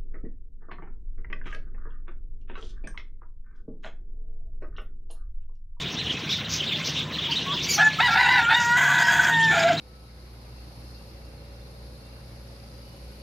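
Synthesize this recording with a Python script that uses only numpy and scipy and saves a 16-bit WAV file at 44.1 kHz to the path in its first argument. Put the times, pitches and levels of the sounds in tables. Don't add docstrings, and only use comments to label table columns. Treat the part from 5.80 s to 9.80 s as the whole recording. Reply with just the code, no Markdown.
import sys
import numpy as np
from scipy import signal
from scipy.fft import rfft, irfft
from scipy.io import wavfile
from scipy.ndimage import uniform_filter1d, map_coordinates

SR = 44100
rng = np.random.default_rng(int(sys.argv[2]) if len(sys.argv) > 2 else 0)


def transcribe(u):
    v = np.clip(np.atleast_2d(u).T, -1, 1)
    q = np.round(v * 32767).astype(np.int16)
    wavfile.write(sys.argv[1], SR, q)


N = 176400
T = np.arange(N) / SR


def from_db(db):
    return 10 ** (np.asarray(db) / 20)


def rms_one(x):
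    return x / np.sqrt(np.mean(x ** 2) + 1e-20)


def curve(rows, column=1):
    rows = np.array(rows)
    return np.interp(T, rows[:, 0], rows[:, column])


def envelope(rows, column=1):
    return from_db(curve(rows, column)) * (T >= rows[0][0]) * (T <= rows[-1][0])


def swell(start, length):
    progress = np.clip((T - start) / length, 0, 1)
    return progress, np.sqrt(4 * progress * (1 - progress))


def at_hz(spectrum, hz):
    freqs, db = np.transpose(spectrum)
    return np.interp(np.log(hz), np.log(freqs), db)


def phase_of(hz):
    return 2 * np.pi * np.cumsum(hz) / SR


def drift(rate_hz):
    pole = np.exp(-40 * np.pi * rate_hz / SR)
    noise = rng.standard_normal(N // 20 + 2002)
    slow = signal.lfilter([1], [1, -2 * pole, pole * pole], noise)[2000:]
    return np.interp(np.arange(N) / 20, np.arange(len(slow)), rms_one(slow))


def band(x, low, high):
    sections = signal.butter(4, [low, high], "band", fs=SR, output="sos")
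    return rms_one(signal.sosfilt(sections, x))


def resonate(x, hz, width_hz):
    r = np.exp(-np.pi * width_hz / SR)
    section = [1 - r, 0, r - 1, 1, -2 * r * np.cos(2 * np.pi * hz / SR), r * r]
    return rms_one(signal.sosfilt([section, section], x))


def reflections(x, t60_s=0.18):
    out = np.zeros(N)
    for k, lag in enumerate((rng.uniform(.006, .04, 12) * SR).astype(int)):
        loop, gain = x.copy(), from_db(-60 * lag / SR / t60_s)
        for i in range(lag, N, lag):
            loop[i:i + lag] += gain * loop[i - lag:i][:N - i]
        out += (loop - x) * (-1) ** k
    return out / np.sqrt(12)


def yard():
    # frequency in Hz, relative spectral density in dB.
    spectrum = [(15, -64), (25, -34), (38, -28), (47, -29), (59, -24), (111, -4.5), (149, -1), (463, -13.5),
                (545, -14), (911, -17.5), (1040, -12), (1160, -17), (2280, -12), (3160, -8), (3820, -11),
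                (4490, -18.5), (5880, -21.5), (8830, -43), (11900, -50.5), (14800, -41), (16000, -29)]
    # time in seconds, gain in dB.
    twitter = [(0, 0.5), (.22, -0.5), (.43, 0), (.58, 4.5), (.67, -4.5), (.75, 1), (1.0, 1), (1.2, 5),
               (1.28, -4), (1.47, 2), (1.66, 0.5), (1.9, 3.5), (2.3, 0), (3.0, -1), (3.55, -2.5), (4, 0.5)]
    rumble = [(0, 13), (1.0, -2), (1.9, 11), (2.05, -16), (3.0, -3), (3.6, 5), (4, 1)]
    low_middle = [(0, 0.5), (.22, 4.5), (.6, -0.5), (1.2, 2), (1.9, 2), (2.2, -2), (3.4, -1.5), (3.7, 3.5),
                  (4, 6.5)]
    edges = np.geomspace(25, 17000, 29)
    freqs = np.arange(N // 2 + 1) * SR / N
    coloured = rfft(rng.standard_normal(N)) * from_db(at_hz(spectrum, freqs + 1))
    coloured /= np.std(irfft(coloured, N))
    out, flicker_db = np.zeros(N), 2.56
    for low, high in zip(edges, edges[1:]):
        db = flicker_db * drift(25)
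        db += (low > 2000) * (curve(twitter) + flicker_db * drift(17))
        db += (low < 80) * curve(rumble) + (180 < low < 450) * curve(low_middle)
        out += irfft(coloured * (freqs >= low) * (freqs < high), N) * from_db(db)
    return from_db(-34) * out


def motor():
    # frequency in Hz, level in dB.
    hum = [(72, -49.5), (104, -48), (143, -42.5)]
    # time in seconds, level in dB.
    drone = [(0, -51), (1.0, -42), (1.9, -46), (2.12, -34.5), (2.3, -46), (2.649, -74), (3.2, -48),
             (3.6, -37), (4, -30)]
    drone_hz = 160.3
    lines = [(hz, from_db(db)) for hz, db in hum] + [(drone_hz, envelope(drone))]
    return sum(gain * from_db(4.1 * drift(3.7)) * np.sin(phase_of(hz * (1 + 0.013 * drift(17.3))))
               for hz, gain in lines)


def small_birds(arch=0.16, warble_depth=0.045):
    # start in seconds, length in seconds, top pitch in Hz, level in dB.
    chirps = [(0.0, 0.037, 3720, -31), (0.166, 0.065, 3910, -29.5), (0.263, 0.025, 3220, -27),
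              (0.293, 0.027, 3350, -21.5), (0.339, 0.042, 2650, -33), (0.49, 0.032, 3574, -25.5),
              (.515, 0.029, 3880, -22), (0.643, 0.027, 3900, -32), (0.802, 0.013, 3170, -20.5),
              (0.826, 0.026, 3470, -28), (0.863, 0.038, 3850, -26.5), (.917, 0.024, 3550, -21.5),
              (0.936, 0.032, 3320, -27), (1.146, 0.073, 3770, -27.5), (1.319, 0.063, 4120, -32),
              (1.382, 0.02, 3460, -25), (1.42, 0.031, 3790, -28), (1.438, 0.04, 3310, -26),
              (1.508, 0.014, 4550, -26.5), (1.517, 0.0225, 3090, -20), (1.553, 0.0416, 3980, -22.5),
              (1.702, 0.0453, 3564, -23.5), (1.758, 0.031, 3380, -27.5), (1.80, 0.047, 3750, -31),
              (1.904, 0.024, 4900, -23), (1.93, 0.019, 4620, -27), (1.9, 0.033, 6680, -27.5),
              (1.93, 0.037, 6180, -21.5), (2.125, 0.026, 4360, -32), (3.18, .18, 5110, -35.5),
              (3.524, 0.029, 3620, -25), (3.594, 0.0685, 3266, -27.5), (3.79, 0.025, 5200, -29.5),
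              (3.832, 0.0091, 3877, -24.5), (3.875, .028, 4973, -38), (3.967, 0.036, 4133, -27)]
    out, warble = np.zeros(N), 1 + warble_depth * drift(284)
    for start, length, hz, db in chirps:
        progress, gain = swell(start, length)
        phase = phase_of(hz * warble * (1 - arch * (2 * progress - 1) ** 2))
        out += from_db(db) * gain * (np.sin(phase) + from_db(-29.5) * np.sin(2 * phase))
    return out + from_db(-3) * reflections(reflections(out) + out)


def hen():
    # start and length in seconds, first and last pitch in Hz, level in dB.
    calls = [(1.486, 0.032, 932, 920, -32.5), (1.66, 0.084, 1094, 1206, -28.5),
             (1.726, 0.036, 976, 960, -33), (3.079, 0.055, 1144, 1178, -26)]
    out = np.zeros(N)
    for start, length, first_hz, last_hz, db in calls:
        progress, gain = swell(start, length)
        pitch = first_hz + (last_hz - first_hz) * progress ** 2
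        out += from_db(db) * gain * np.sin(phase_of(pitch))
    return out


def feathers(grain_db=2.5, half_width_octaves=0.29):
    # start in seconds, length in seconds, centre frequency in Hz, level in dB.
    rustles = [(0.0, 0.038, 5640, -42), (0.484, 0.072, 4700, -33.5), (0.684, 0.11, 5350, -29.5),
               (1.038, 0.076, 5100, -30.5), (1.50, 0.055, 5100, -40), (1.821, 0.054, 5020, -29),
               (1.859, .10, 5930, -37), (2.301, .06, 4800, -34), (2.781, 0.11, 5910, -35.5),
               (3.423, 0.04, 5300, -36), (3.625, .04, 5093, -33.5)]
    # time in seconds, level in dB.
    hiss = [(1.87, -84), (1.895, -47), (1.945, -37), (1.975, -48), (2.02, -75)]
    grains = rng.standard_normal(N) * from_db(grain_db * drift(300))
    air, out = band(grains, 12100, 18000), np.zeros(N)
    for start, length, hz, db in rustles:
        swish = band(grains, hz / 2 ** half_width_octaves, hz * 2 ** half_width_octaves)
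        out += from_db(db) * swell(start, length)[1] ** 2 * (swish + from_db(-19.5) * air)
    return out + envelope(hiss) * air


def squeak(wobble=0.02):
    # time in seconds, pitch in Hz, level in dB.
    contour = [(1.875, 2320, -60), (1.893, 2350, -29.5), (1.915, 2290, -30), (1.945, 2236, -37),
               (1.965, 2190, -34), (1.985, 2330, -57)]
    # harmonic number, relative level in dB.
    harmonics = [(1, -3), (2, 3), (3, -3), (4, -16), (5, -13), (6, -32)]
    phase = phase_of(curve(contour) * (1 + wobble * drift(198)))
    whistle = sum(from_db(db + 3.8 * drift(80)) * np.sin(k * phase) for k, db in harmonics)
    return envelope(contour, column=2) * whistle


def groan(wobble=0.0095):
    # time in seconds, pitch in Hz, level in dB.
    contour = [(3.70, 706, -48), (3.73, 681, -35), (3.76, 674, -33), (3.78, 672.5, -20), (3.80, 661, -29),
               (3.835, 661, -24.5), (3.86, 673, -16), (3.89, 688, -24.5), (3.908, 703.5, -16),
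               (3.922, 649, -22.5), (3.933, 665, -34), (3.952, 685, -28.5), (3.98, 660, -48),
               (4.0, 660, -60)]
    # harmonic number, relative level in dB.
    harmonics = [(1, 1), (2, -16), (3, -16), (4, -34), (5, -36)]
    phase = phase_of(curve(contour) * (1 + wobble * drift(120)))
    voice = sum(from_db(db) * np.sin(k * phase) for k, db in harmonics)
    return envelope(contour, column=2) * np.sqrt(2) * voice


def locked_tones():
    # start in seconds, length in seconds, frequency in Hz, level in dB.
    locks = [(1.981, 0.024, 694, -21), (2.2, 0.012, 770, -19.5), (2.595, 0.029, 791, -29),
             (2.713, .016, 1467, -23), (3.22, 0.011, 1623, -16), (3.283, 0.016, 1622, -13),
             (3.391, 0.014, 1516, -11), (3.467, 0.0096, 1565, -20.5), (3.886, .012, 1590, -20)]
    return sum(from_db(db) * swell(start, length)[1] * np.sin(2 * np.pi * hz * T)
               for start, length, hz, db in locks)


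def rasp(pitch, formants, jitter=0.16, shimmer=0.31, burst_db=1):
    cycles = np.cumsum(pitch * np.exp(jitter * drift(400))) / SR
    pulses = np.diff(np.floor(cycles), prepend=0) * (1 + shimmer * rng.standard_normal(N))
    puffs = rng.standard_normal(N) * (1 + np.cos(2 * np.pi * cycles))
    source = rms_one(pulses) + rms_one(puffs)
    voice = sum(from_db(db) * resonate(source, hz, width) for hz, width, db in formants)
    voice /= from_db(burst_db * drift(110))
    voice /= (uniform_filter1d(voice ** 2, size=130) + 1e-9) ** 0.1
    return voice / np.sqrt(uniform_filter1d(voice ** 2, size=1100) + 1e-9)


def rattle(hz, depth_db, drift_hz):
    rate = hz * np.exp(0.35 * drift(drift_hz))
    return from_db(depth_db * np.sin(phase_of(rate)))


def rasping_notes(pitch, opening_gain, long_gain, close_gain):
    # centre frequency in Hz, width in Hz, relative level in dB.
    opening_formants = [(816, 71, 1), (943, 60, 0.5), (1499, 78, 5), (1752, 87, 3), (1960, 115, 2.5),
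                        (2332, 100, -6), (2757, 165, -2), (3826, 190, -1.5), (4550, 560, -9),
                        (6100, 940, -38), (7800, 360, -36), (9100, 210, -31), (14700, 4000, -30.5)]
    long_formants = [(711, 75, -5.5), (940, 160, -3), (1544, 148, 9), (1630, 120, 2.5), (1944, 200, -6),
                     (2400, 290, -6.5), (3290, 335, -6), (5337, 1100, -26), (6650, 1130, -10),
                     (7020, 1400, -21), (8250, 300, -39), (10400, 1500, -26), (14600, 1800, -20.5)]
    close_formants = [(792.6, 200, -7), (1407, 76, -2.5), (1585, 230, -1), (2280, 290, -3),
                      (3240, 790, -6.5), (5100, 1200, -31), (6850, 770, -14), (14600, 2500, -31)]
    # time in seconds, frequency ratio.
    scoop = [(1.96, 0.87), (1.99, 0.85), (2.02, 0.94), (2.08, .93), (2.19, 0.84), (2.205, 0.93),
             (2.235, 1.17), (2.27, 1.03), (2.29, 0.93), (2.345, 0.95), (2.37, .95), (2.41, 1.05),
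             (2.46, .98), (2.52, 1.03), (2.57, 1.01), (2.605, 0.95), (2.695, 0.91), (2.725, 0.94),
             (2.76, 1.01), (2.85, 0.93)]
    read_at = np.cumsum(curve(scoop))
    scooped = map_coordinates(rasp(pitch, opening_formants), [read_at], order=3, mode="mirror")
    long_rattle = rattle(hz=69.5, depth_db=1.5, drift_hz=58.2)
    opening_rattle = rattle(hz=49.64, depth_db=2.5, drift_hz=50)
    return (opening_gain * opening_rattle * scooped
            + long_gain * long_rattle * rasp(pitch, long_formants)
            + close_gain * rasp(pitch, close_formants))


def partials(pitch, multiples, ring_hz=3470, ring_octaves=0.25, flicker_db=5):
    # frequency in Hz, gain in dB.
    throat = [(450, -40), (700, -16), (860, -13.5), (910, -8.5), (960, -6.5), (1150, -2), (1380, 2),
              (1460, 13), (1730, 4.5), (1810, -0.5), (1900, -5.5), (1990, 1), (2300, -8), (2680, -28.5),
              (2860, -20.5), (3350, -19), (3650, -18), (3900, -27), (4300, -51), (4750, -32.5),
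              (5500, -35.5), (6400, -34), (7250, -27), (7700, -38), (8300, -38.5), (9500, -46),
              (12500, -66), (15000, -39.5)]
    # time in seconds, peak gain in dB.
    beak_ring = [(2.0, -13), (2.19, -4), (2.235, 22), (2.275, 18), (2.33, 2), (2.40, -4), (2.50, 6),
                 (2.60, 1), (2.68, 2), (2.725, 9), (2.745, 24.5), (2.77, 3), (2.85, -13), (3.45, -11),
                 (3.53, -3), (3.60, 0), (3.72, 3)]
    phase, ring_db, out = phase_of(pitch), curve(beak_ring), np.zeros(N)
    for k in multiples:
        nearness = np.exp(-(np.log2(k * pitch / ring_hz) / ring_octaves) ** 2)
        db = at_hz(throat, k * pitch) + ring_db * nearness + (k > 2) * flicker_db * drift(27)
        out += from_db(db) * np.sin(k * phase + rng.uniform(0, 2 * np.pi))
    return np.sqrt(2) * out


def rooster(clean_wobble=0.0007, rough_wobble=0.0225):
    # time in seconds, pitch in Hz.
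    melody = [(1.97, 850.4), (2.01, 844), (2.05, 865), (2.09, 865), (2.19, 860), (2.215, 917), (2.237, 991),
              (2.275, 957), (2.33, 907), (2.36, 888), (2.40, 984), (2.47, 976.7), (2.52, 1006),
              (2.57, 983.7), (2.61, 937), (2.66, 925), (2.695, 948), (2.715, 864.4), (2.745, 907.6),
              (2.765, 965.4), (2.84, 943.4), (2.91, 953), (2.96, 969), (3.0, 995), (3.15, 975),
              (3.25, 953.5), (3.45, 952), (3.52, 924), (3.59, 909.2), (3.65, 899.5), (3.72, 877)]
    # time in seconds, level in dB.
    tone_levels = [(1.98, -54), (2.005, -23), (2.05, -19.5), (2.078, -19), (2.092, -43), (2.195, -56.5),
                   (2.215, -20), (2.24, -22), (2.275, -17.5), (2.295, -41), (2.37, -38), (2.405, -22),
                   (2.47, -26), (2.56, -22.5), (2.60, -25.5), (2.65, -26.5), (2.69, -55), (2.73, -28.5),
                   (2.755, -18.5), (2.84, -22.5), (2.90, -17.5), (2.96, -24.5), (3.02, -28), (3.21, -29.5),
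                   (3.25, -19.5), (3.29, -31.5), (3.49, -28), (3.525, -19), (3.66, -21.5), (3.712, -20),
                   (3.73, -29), (3.79, -62)]
    doubling_levels = [(2.17, -76), (2.192, -23.5), (2.215, -36), (2.23, -61), (2.272, -56), (2.288, -37),
                       (2.335, -24.5), (2.36, -48), (2.59, -54), (2.625, -28), (2.69, -26.5), (2.745, -53),
                       (2.82, -35), (2.895, -37.5), (2.925, -29.5), (2.96, -30.5), (2.985, -41)]
    opening_rasp = [(1.96, -52), (1.985, -21.5), (2.025, -21), (2.05, -35), (2.08, -28), (2.10, -70),
                    (2.185, -61), (2.205, -16), (2.24, -35), (2.29, -19.5), (2.33, -29.5), (2.36, -18),
                    (2.45, -20.5), (2.53, -21.5), (2.60, -17.5), (2.63, -31.5), (2.68, -39.5),
                    (2.70, -19.5), (2.73, -16.5), (2.765, -32.5), (2.81, -27.5), (2.9, -50)]
    long_rasp = [(2.74, -42), (2.80, -44.5), (2.95, -40), (2.975, -20), (3.05, -20), (3.225, -20.5),
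                 (3.245, -30.5), (3.28, -20.5), (3.37, -21), (3.40, -22.5), (3.44, -21.5), (3.50, -20),
                 (3.525, -38), (3.70, -45.5), (3.73, -56)]
    close_rasp = [(3.69, -51), (3.717, -23), (3.76, -21.5), (3.84, -24), (3.86, -34), (3.888, -24.5),
                  (3.91, -38), (3.932, -28), (3.95, -44), (4.0, -38)]
    pitch, tone, doubling = curve(melody), envelope(tone_levels), envelope(doubling_levels)
    opening, held, close = envelope(opening_rasp), envelope(long_rasp), envelope(close_rasp)
    rasp_power = (opening + held + close) ** 2
    rasp_share = rasp_power / (rasp_power + tone ** 2 + doubling ** 2 + 1e-9)
    shaky_pitch = pitch * (1 + (clean_wobble + rough_wobble * rasp_share) * drift(136))
    orders = np.arange(1, 17)
    clean = tone * partials(shaky_pitch, orders) * from_db(2.5 * rasp_share * drift(90))
    half_orders = doubling * partials(shaky_pitch, orders[:10] + .5) * from_db(1.5 * drift(43))
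    return clean + half_orders + groan() + rasping_notes(pitch, opening, held, close) + locked_tones()


def scene():
    near = rooster() + squeak() + feathers() + hen()
    mono = near + from_db(-7) * reflections(near) + small_birds() + yard() + motor()
    return np.array([mono, mono])


def record(dry):
    ceiling, stopband_hz = 0.45, 16600
    rounded = dry / (1 + (dry / ceiling) ** 8) ** (1 / 8)
    return signal.sosfilt(signal.cheby2(14, 70, stopband_hz, fs=SR, output="sos"), rounded)


dry = scene()
out = record(dry)
transcribe(out)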